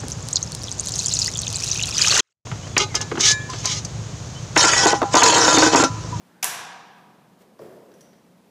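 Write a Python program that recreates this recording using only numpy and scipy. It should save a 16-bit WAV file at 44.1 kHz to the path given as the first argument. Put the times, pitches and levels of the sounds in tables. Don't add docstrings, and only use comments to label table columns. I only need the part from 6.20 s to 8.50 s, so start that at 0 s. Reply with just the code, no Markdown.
import sys
import numpy as np
from scipy import signal
from scipy.fft import rfft, irfft, next_fast_len
from scipy.io import wavfile
from scipy.ndimage import map_coordinates

SR = 44100
rng = np.random.default_rng(int(sys.argv[2]) if len(sys.argv) > 2 else 0)


def convert_level_to_amplitude(level_db):
    exponent = np.asarray(level_db, float) / 20
    return 10 ** exponent


def persist_wave(psi):
    counts = np.round(np.clip(psi, -1, 1) * 32767).astype(np.int16)
    wavfile.write(sys.argv[1], SR, np.atleast_2d(counts).T)


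N = 101429


# (time [s], rattle [s], shaft knock [dB], tube ring [dB])
CLACKS = [
    (.2271, 0.011, 6, -1),
    (.2298, 0.011, 4.5, -1.5),
    (.2437, 0.0016, -1.5, -0.5),
]
# (centre [Hz], width [Hz], level [dB])
SHAFT = [(126, 58, -20.5), (434, 234, -18), (756.5, 80, -1), (963, 81, 1), (1162, 165, -3), (1637, 223, -1),
         (2510, 620, -4), (2846, 400, -2), (3630, 1020, -9.5), (4750, 390, -7.5)]
# (centre [Hz], width [Hz], level [dB])
TUBE = [(5680, 770, -0.5), (7400, 1100, 0.5), (8800, 2000, -2.5), (11140, 970, 0), (13000, 990, -4.5),
        (15060, 1200, -5.5)]
# (time [s], rattle [s], tip edge [dB], tube snap [dB])
SNAPS = [
    (.2272, 0.0053, 10.5, -5),
    (.2297, 0.0061, 13, -10),
    (.2417, .004, 1.5, -2),
    (.2437, 0.0013, -3.5, 11.5),
]
# (centre [Hz], width [Hz], level [dB])
EDGE = [(2525, 287, 3), (3800, 840, -12), (5400, 990, -3.5), (7300, 800, -7)]
# (centre [Hz], width [Hz], level [dB])
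SNAP = [(7040, 1300, 2), (9300, 1700, -1.5), (10700, 1160, 3.5)]
# (centre [s], spread [s], level [dB])
SWING = (0.18, 0.16, -62.5)
# (centre [Hz], width [Hz], level [dB])
BRUSH = [(1610, 360, -5), (833, 100, -2)]


def crutches():
    centre_s, spread_s, brush_db = SWING
    t = np.arange(N) / SR
    stroke = np.exp(-((t - centre_s) / spread_s) ** 2)
    brush = convert_level_to_amplitude(brush_db) * stroke * unit(rung(rng.standard_normal(N), BRUSH))
    snaps = contacts(SNAPS, EDGE, SNAP)
    clacks = contacts(CLACKS, SHAFT, TUBE, room_db=9)
    return brush + snaps + clacks


# (time [s], contact [s], thud [dB], sole tick [dB])
STEPS = [
    (1.205, 0.022, -17.5, -39),
    (1.391, 0.018, -4.5, -29),
    (1.418, 0.03, -6.5, -42),
    (1.46, 0.022, -13.5, -45),
    (1.568, 0.0046, -24, -38.5),
]
# (time [s], contact [s], thud [dB], sole tick [dB])
HEEL = [
    (1.392, 0.0027, -6.5, -26),
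    (1.4185, 0.0012, -7.5, -43),
]
# (centre [Hz], width [Hz], level [dB])
TREAD = [(149, 74, -4.5), (384.4, 136, 4), (545, 142, 7.5), (680, 157, 3.5), (1010, 300, -5),
         (1900, 740, -16.5)]
# (centre [Hz], width [Hz], level [dB])
SOLE = [(1600, 700, -2), (5300, 1100, 0.5)]
SCUFF_S = [.07, .79, 1.215, 1.42, 1.8]
# (rise [s], fall [s], level [dB])
SCUFFS = [(.1, .1, -71), (.03, 0.044, -68), (0.028, .03, -61), (0.025, 0.22, -58.5), (0.052, .12, -68)]
# (frequency [Hz], density [dB per Hz])
RUB = [(500, -19), (1500, 8), (4000, -1), (9000, -3.5), (15000, -3)]


def shoe():
    t = np.arange(N) / SR
    stroke = np.zeros(N)
    for peak_s, (rise_s, fall_s, db) in zip(SCUFF_S, SCUFFS):
        fade = np.where(t < peak_s, ((peak_s - t) / rise_s) ** 2, (t - peak_s) / fall_s)
        stroke += convert_level_to_amplitude(db) * np.exp(-fade)
    grain = rng.standard_normal(N) * convert_level_to_amplitude(1.2 * wobble(150))
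    rub = unit(filtered(grain, lambda f: convert_level_to_amplitude(along(RUB, f))))
    landings = contacts(STEPS, TREAD, SOLE, room_db=3)
    thumps = contacts(HEEL, TREAD, SOLE)
    return landings + thumps + stroke * rub


# (time [s], rattle [s], bright pin ring [dB], dull clamp knock [dB])
TICKS = [
    (.070, .01, -33, -56),
    (1.7165, 0.0091, -36, -25),
    (1.7385, .015, -17.5, -29.5),
    (1.8075, 0.018, -8.5, -24),
    (1.828, 0.11, -24, -26),
    (1.931, 0.019, -40, -25),
]
# (centre [Hz], width [Hz], level [dB])
PIN = [(4500, 210, -17), (5100, 500, -10.5), (5790, 160, 3.5), (6250, 270, -4.5), (7300, 620, -14),
       (8200, 460, -14), (9500, 1300, -16.5), (10930, 300, -11), (11150, 340, -13), (13500, 2800, -30)]
# (centre [Hz], width [Hz], level [dB])
CLAMP = [(1500, 500, 3), (2300, 500, -1.5), (2920, 500, -1.5), (3700, 700, -3), (4700, 800, -2.5)]


def ticks():
    return contacts(TICKS, PIN, CLAMP, room_db=-7)


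# (frequency [Hz], density [dB per Hz])
AIR = [(18, -79.5), (30, -52), (130, -20), (173, -4), (389, -12.5), (897, -18), (1110, -21), (1770, -26.5),
       (15500, -38.5)]


def ventilation():
    air = unit(filtered(rng.standard_normal(N), lambda f: convert_level_to_amplitude(along(AIR, f))))
    duct = unit(rung(rng.standard_normal(N), [(176, 40, 0)]))
    air_db = -58.5 + 0.4 * wobble(4)
    duct_db = -60 + 1.52 * wobble(4.4)
    return convert_level_to_amplitude(air_db) * air + convert_level_to_amplitude(duct_db) * duct


def contacts(rows, body_a, body_b, room_db=None):
    drive = np.zeros((2, N + 2 * SR))
    for time_s, rattle_s, a_db, b_db in rows:
        hit = np.zeros(2048) if room_db is None else tail(room_db)
        burst = convert_level_to_amplitude(-20 * np.arange(2048) / SR / rattle_s) * rng.standard_normal(2048)
        hit[:2048] += burst / np.linalg.norm(burst)
        start = round(time_s * SR)
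        drive[:, start:start + len(hit)] += convert_level_to_amplitude([[a_db], [b_db]]) * hit
    return rung(drive[0, :N], body_a) + rung(drive[1, :N], body_b)


# (frequency [Hz], time to fall 60 dB [s])
HALL = [(100, 1.2), (500, 1.86), (1000, 1.755), (2000, 1.18), (4000, 1.09), (7500, 0.61), (11000, 0.43),
        (15000, 0.29)]
# (frequency [Hz], echo energy over the direct sound [dB])
HALL_DB = [(200, 12), (1000, 4), (4000, 3), (12000, 0.5)]


def tail(room_db):
    build_s = 0.0013
    hz, t, noise = signal.stft(rng.standard_normal(3 * SR // 2), SR, nperseg=256)
    t60 = along(HALL, hz)[:, None]
    level_db = along(HALL_DB, hz)[:, None] + room_db
    unit_energy = np.sqrt(6 * np.log(10) / t60 / SR)
    shaped = noise * convert_level_to_amplitude(-60 * t / t60 + level_db) * unit_energy
    echo = signal.istft(shaped, SR, nperseg=256)[1]
    return echo * (1 - np.exp(-np.arange(len(echo)) / SR / build_s))


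def rung(x, body):
    def response(f):
        total = 0
        for k, (centre, width, db) in enumerate(body):
            damping = 1j * f * width
            total = total + (-1) ** k * convert_level_to_amplitude(db) * damping / (centre ** 2 - f ** 2 + damping)
        return total
    return filtered(x, response)


def filtered(x, response):
    m = next_fast_len(len(x) + SR // 2)
    return irfft(rfft(x, m) * response(np.fft.rfftfreq(m, 1 / SR)), m)[:len(x)]


def along(points, hz):
    f, v = np.transpose(points)
    return np.interp(np.log(hz + 1), np.log(f + 1), v)


def wobble(rate):
    knots = rng.standard_normal(int(N * rate / SR) + 4)
    return map_coordinates(knots, [np.arange(N) * rate / SR])


def unit(x):
    return x / np.sqrt(np.mean(x ** 2) + 1e-20)


def scene():
    return (crutches() + shoe() + ticks() + ventilation())[None]


def roll_off(x):
    return signal.sosfilt(signal.butter(12, 16850, fs=SR, output="sos"), x)


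def record(dry):
    low_hz, top_hz = 55.6, 15300

    def band(f):
        return (1j * f / (low_hz + 1j * f)) ** 2 / (1 + (f / top_hz) ** 150)
    mix = filtered(dry[0], band)[None]
    return roll_off(mix)


dry = scene()
out = record(dry)
persist_wave(out)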